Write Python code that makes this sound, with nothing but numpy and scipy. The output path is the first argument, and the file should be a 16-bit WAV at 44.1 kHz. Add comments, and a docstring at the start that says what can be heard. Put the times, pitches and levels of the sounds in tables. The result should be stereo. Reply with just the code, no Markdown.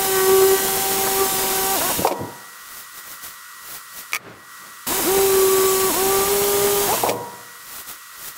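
"""An electric carving knife saws a foam slab in two runs and is put down with a clatter after each. Its motor
hums in harmonics of its speed, its serrated blades hiss, and its housing rings when it lands. Between the runs
and after them a hand blade swishes through the foam, tearing its cells; once it clacks against something hard
and bounces, and a dull wash of noise follows. Handling adds dull bumps. A thin steady whine and a hiss fill the
small room."""
import sys
import numpy as np
from scipy import signal
from scipy.fft import rfft, irfft
from scipy.io import wavfile
from scipy.ndimage import uniform_filter1d

SR = 44100
rng = np.random.default_rng(int(sys.argv[2]) if len(sys.argv) > 2 else 0)


def dump_mix(stems):
    """Bounce the given channels to the path in sys.argv[1] as a 16-bit WAV at rate SR."""
    frames = np.atleast_2d(stems).T  # one column per channel
    limited = np.clip(frames, -1, 1)  # hard clip at full scale
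    pcm = np.round(limited * 32767).astype(np.int16)
    wavfile.write(sys.argv[1], SR, pcm)


N = 369512
T = np.arange(N) / SR
HZ = np.fft.rfftfreq(N, 1 / SR)
TREBLE_HZ, MIDDLE_HZ, WHOLE_HZ = (3000, 15000), (1250, 1800), (20, 16000)

# Levels in all tables are relative: each source applies its own gain.
# cuts with the electric knife: start_s, stop_s, hiss_db, rattle_db
CUTS = [(0, 1.921, -22.5, -37), (4.872, 6.958, -23, -36)]
# the motor under power, one curve a cut: time_s, pitch_hz, first_db, second_db, third_db, higher_db
MOTOR_CURVES = [
    [(0, 390.5, -26.5, -24.5, -38, -41), (.11, 382.8, -23, -30.5, -33, -34),
     (.21, 379.8, -21.5, -34, -28, -34), (.31, 381.5, -14.5, -27.5, -27, -39),
     (.545, 385.6, -15, -26.5, -35.5, -37.5), (.58, 385.5, -29, -33, -33, -36.5),
     (.8, 387.3, -28.5, -25.5, -46, -41), (1.15, 386.4, -28.5, -29, -37.5, -43),
     (1.22, 389.5, -17.5, -26.5, -23.5, -40), (1.27, 383.7, -34, -30.5, -36, -44),
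     (1.6, 383, -28.5, -28, -35.5, -41), (1.76, 389, -29.5, -24, -30, -39),
     (1.93, 396.4, -35, -25.5, -28, -40)],
    [(4.87, 400, -29.5, -43, -37, -34), (5.02, 400.8, -30.5, -32, -32, -44),
     (5.08, 392.3, -19, -31, -33, -38), (5.2, 390.8, -18, -27.5, -38, -54),
     (5.43, 382, -15, -42.5, -28, -45), (5.86, 381.6, -21.5, -34, -26.5, -43),
     (6.05, 388.2, -23, -26, -29, -42), (6.24, 392.5, -21.5, -30, -25.5, -47),
     (6.33, 403, -22, -35.5, -40, -55), (6.79, 403.4, -21.5, -30.5, -34, -58),
     (6.86, 404.6, -27.5, -35, -33, -59), (6.895, 410.5, -29, -18, -34, -60),
     (6.95, 479.5, -25, -24, -41, -61)],
]
# partials of the whine: pitch_hz, level_db
WHINE_PARTIALS = [(958.2, -58.5), (1055, -55.5), (1152, -53.5), (1346, -52.5), (1443, -52.5), (1825, -59),
                  (1922, -47.5), (2019, -55.5)]
# modes of a steel blade: pitch_hz, level_db, t60_s
STEEL_MODES = [(450, -25, 0.11), (1130, -19, 0.039), (1250, -9.5, 0.048), (1830, -18, 0.075),
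               (2100, -24, .02), (2290, 3.5, 0.016), (2445, -10, 0.053), (2800, -16, 0.017),
               (3240, -16, 0.018), (4560, -14, 0.024), (5700, -8.5, 0.015), (6150, -10, .012)]
# standing waves of the room: pitch_hz, level_db, t60_s
ROOM_MODES = [(113.3, 13.5, 0.52), (196, 15, 0.82), (480, 3, 0.97), (570, -21.5, .35), (760, -14, 0.41),
              (867, -20, .5), (1055, 11, 1), (1325, 7, .5)]


def amp(db):
    """Decibels to amplitude ratio."""
    return 10 ** (np.asarray(db) / 20)


def spectrum(points, hz=HZ):
    """Interpolation of (frequency_hz, value) rows on a log-frequency axis."""
    frequency_hz, value = np.transpose(points)
    return np.interp(np.log(hz + 1), np.log(frequency_hz + 1), value)


def envelope(curves, column=1):
    """Smoothed amplitude envelope from one dB column of several curves, silent outside them."""
    levels_db = [np.interp(T, c[:, 0], c[:, column], left=-200, right=-200) for c in map(np.array, curves)]
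    return uniform_filter1d(sum(map(amp, levels_db)), 256)


def swells(events, drop_db=13, roundness=1.42):
    """Envelope of rounded swells, each drop_db down one rise before and one fall after its peak."""
    return sum(amp(db - drop_db * np.maximum((peak_s - T) / rise_s, (T - peak_s) / fall_s) ** roundness)
               for peak_s, db, rise_s, fall_s in events)


def gate(start_s, stop_s, linger_s, linger_db, fade_db_per_s, attack_s=0.0074):
    """Envelope that holds until the stop, moves by linger_db, then decays exponentially."""
    after_s = np.maximum(T - stop_s, 0)
    slope_db = linger_db * np.minimum(after_s / linger_s, 1)
    fade_db = fade_db_per_s * np.maximum(after_s - linger_s, 0)
    return np.clip(1 + (T - start_s) / attack_s, 0, 1) * amp(slope_db - fade_db)


def add(mix, start_s, sound):
    """Superposition of a sound on the mix, in place."""
    part = mix[..., round(start_s * SR):][..., :sound.shape[-1]]
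    part += sound[..., :part.shape[-1]]


def drift(cutoff_hz):
    """Low-pass random fluctuation of unit variance."""
    wander = irfft(rfft(rng.standard_normal(N)) / (1 + (HZ / cutoff_hz) ** 4), N)
    return wander / wander.std()


def sides(left_minus_right_db):
    """Left and right gains for an interaural level difference."""
    gains = amp(np.array([[.5], [-.5]]) * left_minus_right_db)
    return gains / gains.mean(0)


def noise(colour_db, pan_db, band_hz, left_lag_s=.0001):
    """Partly coherent stereo noise; the mean of its channels has unit RMS inside the band."""
    # likeness of the sound at the two ears: frequency_hz, coherence
    ear_coherence = [(30, .05), (120, 0.59), (400, 0.74), (900, 0.3), (1500, 0.96), (2500, 0.045),
                     (7000, 0.027), (15000, 0.059)]
    coherence = spectrum(ear_coherence)
    common, separate = rfft(rng.standard_normal((2, N)))
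    left = common * np.exp(-2j * np.pi * HZ * left_lag_s)
    right = coherence * common + np.sqrt(1 - coherence ** 2) * separate
    shaped = np.array([left, right]) * amp(colour_db) * sides(pan_db)
    in_band = shaped.mean(0) * (HZ > band_hz[0]) * (HZ < band_hz[1])
    return irfft(shaped, N) / irfft(in_band, N).std()


def tone(hz, waver_db, wander_rad):
    """A sinusoid near unit RMS with random amplitude and phase modulation."""
    return amp(waver_db * drift(11)) * np.sqrt(2) * np.sin(2 * np.pi * hz * T + wander_rad * drift(9.1))


def ring(modes, t, pitch_ratio=1):
    """Free vibration as a sum of damped modes."""
    return sum(amp(db - 60 * t / t60) * np.sin(2 * np.pi * hz * pitch_ratio * t) for hz, db, t60 in modes)


def motor_speed(coast_s=.115):
    """Inertia: the share of running speed falls and recovers exponentially as the trigger is worked."""
    # releases of the trigger: release_s, press_s, spin_up_s (a time constant)
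    releases = [(1.752, 1.797, 0.046), (1.896, 4.85, .036), (4.993, 5.048, 0.025), (5.888, 5.928, 0.031),
                (6.867, 6.885, .03), (6.95, 8.5, .03)]
    speed = np.ones(N)
    for release_s, press_s, spin_up_s in releases:
        lost = 1 - np.exp(-np.clip(T - release_s, 0, press_s - release_s) / coast_s)
        speed *= 1 - lost * np.exp(-np.maximum(T - press_s, 0) / spin_up_s)
    return speed


def motor_cycles(speed, wobble=0.0031, stumble=.18):
    """Phase is the integral of frequency, which jitters more as the motor slows."""
    time_s, pitch_hz, *_ = np.vstack(MOTOR_CURVES).T
    jitter = wobble * drift(37.5) + stumble * (1 - speed) * drift(114)
    return np.cumsum(np.interp(T, time_s, pitch_hz) * speed * (1 + jitter)) / SR


def motor_hum(cycles, speed, stall_db=-10.5, drop_half_width_s=0.024):
    """Periodic motion gives a harmonic series; in a stall it flutters and fades, upper partials most."""
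    # brief drops of the fundamental: time_s, depth_db
    drops = [(.045, 10), (.59, 5), (.82, 9), (1.305, 11), (5.951, 10), (6.26, 4.5)]
    # higher partials: harmonic_number, offset_db from higher_db
    overtones = [(4, 1), (5, -1), (6, -19.5)]
    drop_db = sum(depth_db * np.exp(-((T - s) / drop_half_width_s) ** 2) for s, depth_db in drops)
    flutter_db = 0.74 + 5 * (1 - speed) * speed
    hum = np.zeros((2, N))
    for k, offset_db in [(1, -drop_db), (2, -1.5), (3, -0.4), *overtones]:
        gain = np.sqrt(2) * envelope(MOTOR_CURVES, column=min(k + 1, 5)) * amp(offset_db)
        ear_phase = np.array([[-.5], [.5]]) * (0.21 + 0.36 * (k - 1) * drift(4.2))
        unsteady_db = flutter_db * np.sqrt(k) * drift(51) + 0.9 * drift(11)
        fade_db = stall_db * np.sqrt(k) * (1 - speed)
        phase = 2 * np.pi * (k * cycles + rng.random())
        hum += gain * amp(unsteady_db + fade_db) * np.cos(phase + ear_phase)
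    return hum


def gears(cycles, speed, wander_rad=.8, pan_db=-3):
    """Fixed gear ratios lock side tones to the motor; phase noise broadens them."""
    # swelling tones of the drive: peak_s, level_db, rise_s, fall_s, motor_ratio
    gear_tones = [(.75, -46, 0.59, 0.8, 8.39), (6.6, -45.5, .4, .35, 8.34), (6.65, -33, 0.53, 0.3, 1.5)]
    tones = sum(swells([swell]) * np.sqrt(2) * np.cos(2 * np.pi * ratio * cycles + wander_rad * drift(50))
                for *swell, ratio in gear_tones)
    return tones * speed ** 2 * sides(pan_db)


def serrated_blades(cycles, pulse_depth=0.095, grain_db=0.5):
    """Amplitude modulation: blade hiss and housing rattle pulse twice a cycle; blade resonances sing."""
    # spectrum of the sawing hiss: frequency_hz, level_db
    hiss_colour = [(1180, -51.5), (2000, -9.5), (2050, -4), (2950, -3), (3270, -1.5), (4510, -3),
                   (7910, 0.5), (9990, -0.5), (14200, 1.5), (15800, 0.5)]
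    # spectrum of the housing rattle: frequency_hz, level_db
    rattle_colour = [(20, 0.5), (70, 0), (130, 1.5), (200, 5.5), (330, 4), (480, 5), (590, 3.5), (850, 4),
                     (1100, 2.5), (1400, 0.5), (1900, -0.5), (2600, -10.5), (5000, -33)]
    # balance of hiss and rattle: frequency_hz, left_minus_right_db
    balance = [(60, -10), (110, -13), (200, 0), (380, -10.5), (700, -2), (1290, -8), (2380, -12.5),
               (4400, -9), (8120, -6.5), (15000, -3.5)]
    # resonances of the blades: centre_hz, width_hz, level_db
    resonances = [(3475, 25, -15), (6880, 54, 4), (7690, 53, 7.5), (10400, 45, -11), (11060, 55, 6.5),
                  (14500, 81, -10)]
    # singing of the freely running blades: time_s, level_db
    singing = [(4.9, -49), (5.3, -37), (5.42, -31), (5.85, -34), (6.1, -39), (6.35, -40), (6.9, -37)]
    hiss_gain, rattle_gain = np.zeros((2, N))
    for start_s, stop_s, hiss_db, rattle_db in CUTS:
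        running = gate(start_s, stop_s, linger_s=0.14, linger_db=-6, fade_db_per_s=238)
        hiss_gain += running * amp(hiss_db - 0.51)
        rattle_gain += running * amp(rattle_db - 1)
    teeth = (1 + pulse_depth * np.cos(4 * np.pi * cycles)) * amp(grain_db * drift(300))
    pan_db = spectrum(balance)
    hiss = noise(spectrum(hiss_colour), pan_db, TREBLE_HZ) * hiss_gain
    rattle = noise(spectrum(rattle_colour), pan_db, MIDDLE_HZ) * rattle_gain * amp(1.67 * drift(55))
    power = sum(amp(db) ** 2 / width / (1 + (2 * (HZ - hz) / width) ** 2) ** 2
                for hz, width, db in resonances)
    song = noise(10 * np.log10(power), 0, WHOLE_HZ) * envelope([singing])
    return teeth * (near_reflections(hiss) + rattle) + song


def near_reflections(direct, delays_s=(.0007, .007), sway_s=.00005, echo_gain=0.13, count=7):
    """Comb filtering: short echoes interfere with the direct sound and shift as the hand moves."""
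    mix = direct.copy()
    for delay_s in np.geomspace(*delays_s, count) * rng.uniform(.85, 1.15, count):
        delayed = np.round((T - delay_s - sway_s * drift(1.2)) * SR).astype(int)
        mix += echo_gain * direct[:, delayed % N]
    return mix / np.sqrt(1 + count * echo_gain ** 2)


def drone(level_db=-39.5):
    """Modulated tones: the lowest whine partial swells after each cut; the lowest room mode thrums."""
    # low thrum that builds through the second cut: time_s, level_db
    thrum_curve = [(4.9, -67), (6.2, -61), (6.6, -44.5), (7.0, -45), (7.2, -40.5), (7.5, -69.5)]
    running = sum(gate(start_s, stop_s, linger_s=.27, linger_db=6.5, fade_db_per_s=99)
                  for start_s, stop_s, *_ in CUTS)
    high = running * amp(level_db) * tone(WHINE_PARTIALS[0][0], waver_db=2.2, wander_rad=0.71)
    thrum = envelope([thrum_curve]) * tone(ROOM_MODES[0][0], waver_db=2.5, wander_rad=0.29)
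    return high + thrum


def background(air_db=-48.5, whine_db=-2.5, lift_db=5, sink_s=0.037, crossover_hz=2200, low_share=0.54):
    """A line spectrum whines over broadband hiss; both dip under loud sounds, the treble most."""
    # dips of the background: start_s, end_s, depth_db, recovery_s
    dips = [(0, 2.1, 13, 0.067), (4.165, 4.22, 19, 0.32), (4.867, 7.1, 22, .07)]
    # spectrum of the hiss: frequency_hz, level_db
    air_colour = [(25, -16.5), (150, -7.5), (300, -12), (550, -8), (860, -16), (980, -8), (1120, 11),
                  (1400, 10.5), (1650, 4), (1950, 2), (2300, -0.5), (4500, -0.5), (7000, 0), (15500, -2)]
    # balance of the hiss: frequency_hz, left_minus_right_db
    balance = [(100, -9), (800, -9.5), (1100, 1), (2000, 6.5), (3000, -5.5), (8000, -1.5), (15000, -2.5)]
    # softening of the whine: time_s, level_db
    whine_fade = [(4.8, -2), (7.3, -3.5)]
    gain_db = lift_db
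    for start_s, end_s, depth_db, recovery_s in dips:
        sinking, recovering = (T - start_s) / sink_s, 1 - (T - end_s) / recovery_s
        gain_db -= depth_db * np.clip(np.minimum(sinking, recovering), 0, 1)
    air = noise(spectrum(air_colour), spectrum(balance), TREBLE_HZ) * amp(air_db)
    low = irfft(rfft(air) / (1 + (HZ / crossover_hz) ** 8), N)
    whine = sum(amp(db) * tone(hz, waver_db=1.3, wander_rad=0.8) for hz, db in WHINE_PARTIALS)
    whine *= amp(whine_db + np.interp(T, *np.transpose(whine_fade)))
    return (air - low) * amp(gain_db) + (low + whine) * amp(low_share * gain_db)


def housing_knocks(rise_s=0.001, crack_t60_s=0.047, steel_db=-10, low_cut_hz=290):
    """Impacts excite the modes of the plastic housing; hard ones also crack and shake the blades."""
    # blows as the knife is put down: start_s, level_db, pitch_ratio, crack_db
    blows = [(1.9, -14, 1.01, -22), (2.02, -13, 0.66, -17), (2.049, -1.5, 0.97, -17),
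             (2.0554, -10, 0.85, -28), (2.0713, -7, 1.16, 1.5), (2.075, -19, 0.75, -1),
             (2.1116, -10, 0.67, -5.5), (2.122, -13, 0.6, -2), (6.929, -9.5, 1.15, -5.5),
             (6.940, -10, 1.23, -8), (7.036, -4, 0.89, -29), (7.049, -12.5, 0.73, -20),
             (7.065, -8.5, 1.14, -18), (7.079, -9.5, 0.93, -11), (7.088, -12.5, 0.56, 3.5),
             (7.094, -9.5, 0.6, 5), (7.099, -10, 0.61, -7), (7.113, -11, 0.75, -18)]
    # modes of the housing: pitch_hz, level_db, t60_s
    housing_modes = [(476, -13.5, 0.053), (545, -9, 0.094), (620, -7.5, 0.02), (813, 1, 0.026),
                     (896, -7.5, 0.033), (1073, -19, 0.059)]
    mix, t = np.zeros((2, N)), np.arange(SR // 4) / SR
    crack_band = signal.butter(1, [1800, 6500], "bandpass", fs=SR)
    for start_s, db, pitch_ratio, crack_db in blows:
        crack = 0.52 * signal.lfilter(*crack_band, rng.standard_normal((2, len(t))))
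        bright = crack * amp(-60 * t / crack_t60_s) + amp(steel_db) * ring(STEEL_MODES, t)
        blow = ring(housing_modes, t, pitch_ratio) + amp(crack_db) * bright
        add(mix, start_s, amp(db) * blow * (1 - np.exp(-t / rise_s)))
    return signal.lfilter(*signal.butter(2, low_cut_hz, "highpass", fs=SR), mix) * sides(2.1)


def room(direct, tail_db=-14, modes_db=-20, build_s=0.0094):
    """Reverberation: a diffuse tail loses its treble first, while a few standing waves ring on."""
    # reverberation time of the room: frequency_hz, t60_s
    decay_times = [(100, 1), (500, 0.7), (1100, 0.83), (1800, 0.23), (8000, 0.18)]
    t = T[:SR]
    hz, frame_s, frames = signal.stft(rng.standard_normal((2, SR)), SR, nperseg=256)
    decay = amp(-60 * frame_s / spectrum(decay_times, hz)[:, None])
    tail = signal.istft(frames * decay, SR, nperseg=256)[1][:, :SR]
    tail = (tail + .5 * tail[::-1]) * (1 - np.exp(-t / build_s))  # each ear shares some of the other
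    standing = ring(ROOM_MODES, t)
    response = amp(tail_db) * tail / np.linalg.norm(tail[0])
    response += amp(modes_db) * standing / np.linalg.norm(standing)
    return signal.fftconvolve(direct, response, axes=1)[:, :N]


def handling(rise_s=0.0027):
    """Soft contacts give mostly low frequencies: unpitched thuds; after the clack a dull wash of noise swells
    and fades."""
    # bumps of handling: start_s, level_db, t60_s
    bumps = [(1.965, -26, 0.18), (1.989, -20.5, 0.13), (2.19, -27, 0.14), (2.206, -29, 0.48),
             (4.262, -42, 0.26), (5.174, -22, 0.081), (7.125, -37, 0.99)]
    # spectrum of a bump: frequency_hz, level_db
    bump_colour = [(30, -38), (65, -16), (100, 2), (140, 3.5), (210, 1.5), (500, -3), (1200, -19),
                   (3000, -34), (16000, -66)]
    # a dull wash of noise after the clack, then a fainter swell: peak_s, level_db, rise_s, fall_s
    rustles = [(4.285, -40, 0.13, 0.16), (4.665, -49, 0.11, 0.11)]
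    # spectrum of a rustle: frequency_hz, level_db
    rustle_colour = [(30, -17), (120, -1.5), (300, -1.5), (700, -4.5), (1500, -4), (2400, -10.5),
                     (4000, -16.5), (16000, -38)]
    force, t = np.zeros(N), T[:SR]
    for start_s, db, t60_s in bumps:
        add(force, start_s, amp(db - 60 * t / t60_s) * (1 - np.exp(-t / rise_s)))
    thuds = force * noise(spectrum(bump_colour), 0, WHOLE_HZ)
    return thuds + swells(rustles) * noise(spectrum(rustle_colour), 0, WHOLE_HZ)


def hand_blade(gain_db=-1, grain_db=1.0):
    """Many tiny ruptures of foam cells merge into a broadband swish."""
    # strokes through the foam: peak_s, level_db, rise_s, fall_s
    strokes = [(2.8, -37, 0.19, 0.052), (2.99, -37.5, 0.064, 0.021), (3.12, -35.5, 0.1, 0.057),
               (3.24, -33, 0.022, 0.095), (3.755, -32.5, .13, 0.042), (3.995, -33, 0.072, 0.044),
               (7.8, -33.5, .17, 0.035), (7.89, -32, 0.026, 0.071), (8.28, -32.5, 0.12, .045),
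               (8.37, -38.5, 0.016, .04)]
    # spectrum of the swish: frequency_hz, level_db
    swish_colour = [(25, -1), (100, -3), (400, -3), (900, -2), (2500, -3.5), (6000, -1), (11000, 0.5),
                    (15000, 4.5)]
    # balance of the swish: frequency_hz, left_minus_right_db
    balance = [(50, -10), (800, -15), (4000, -12), (9000, -6), (15000, -5)]
    swish = noise(spectrum(swish_colour), spectrum(balance), TREBLE_HZ)
    return swish * swells(strokes) * amp(gain_db + grain_db * drift(200))


def blade_clacks(tick_t60_s=0.02, tick_offset_db=-5, pan_db=6, low_cut_hz=260, rise_s=0.00017):
    """Each impact ticks and excites the modes of the steel; a thin blade radiates bass poorly."""
    # bounces of the hand blade: start_s, level_db, tick_db
    bounces = [(4.121, -38, 21), (4.1329, -11, 0.5), (4.1387, -23, -6), (4.142, -27.5, 15),
               (4.1475, -14, 7), (4.1575, -16, 2), (4.1634, -19, 7), (4.1665, -23, -5)]
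    mix, t = np.zeros((2, N)), np.arange(SR // 8) / SR
    steel = ring(STEEL_MODES, t) * sides(pan_db)
    for start_s, db, tick_db in bounces:
        tick = rng.standard_normal((2, len(t))) * amp(tick_offset_db + tick_db - 60 * t / tick_t60_s)
        add(mix, start_s, amp(db) * (steel + tick) * (1 - np.exp(-t / rise_s)))
    return signal.lfilter(*signal.butter(2, low_cut_hz, "highpass", fs=SR), mix)


def scene():
    """Superposition of both knives, handling and background; only the clatter reverberates."""
    speed, clatter = motor_speed(), housing_knocks()
    cycles = motor_cycles(speed)
    electric_knife = motor_hum(cycles, speed) + gears(cycles, speed) + serrated_blades(cycles) + drone()
    return (electric_knife + clatter + room(clatter)
            + hand_blade() + handling() + blade_clacks() + background())


def record(dry, cutoff_hz=15760):
    """Clipping at full scale, then a linear-phase low-pass filter."""
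    low_pass = signal.firwin(1535, cutoff_hz, window=("kaiser", 7), fs=SR)
    return signal.oaconvolve(np.clip(dry, -1, 1), low_pass[None], "same")


dry = scene()
out = record(dry)
dump_mix(out)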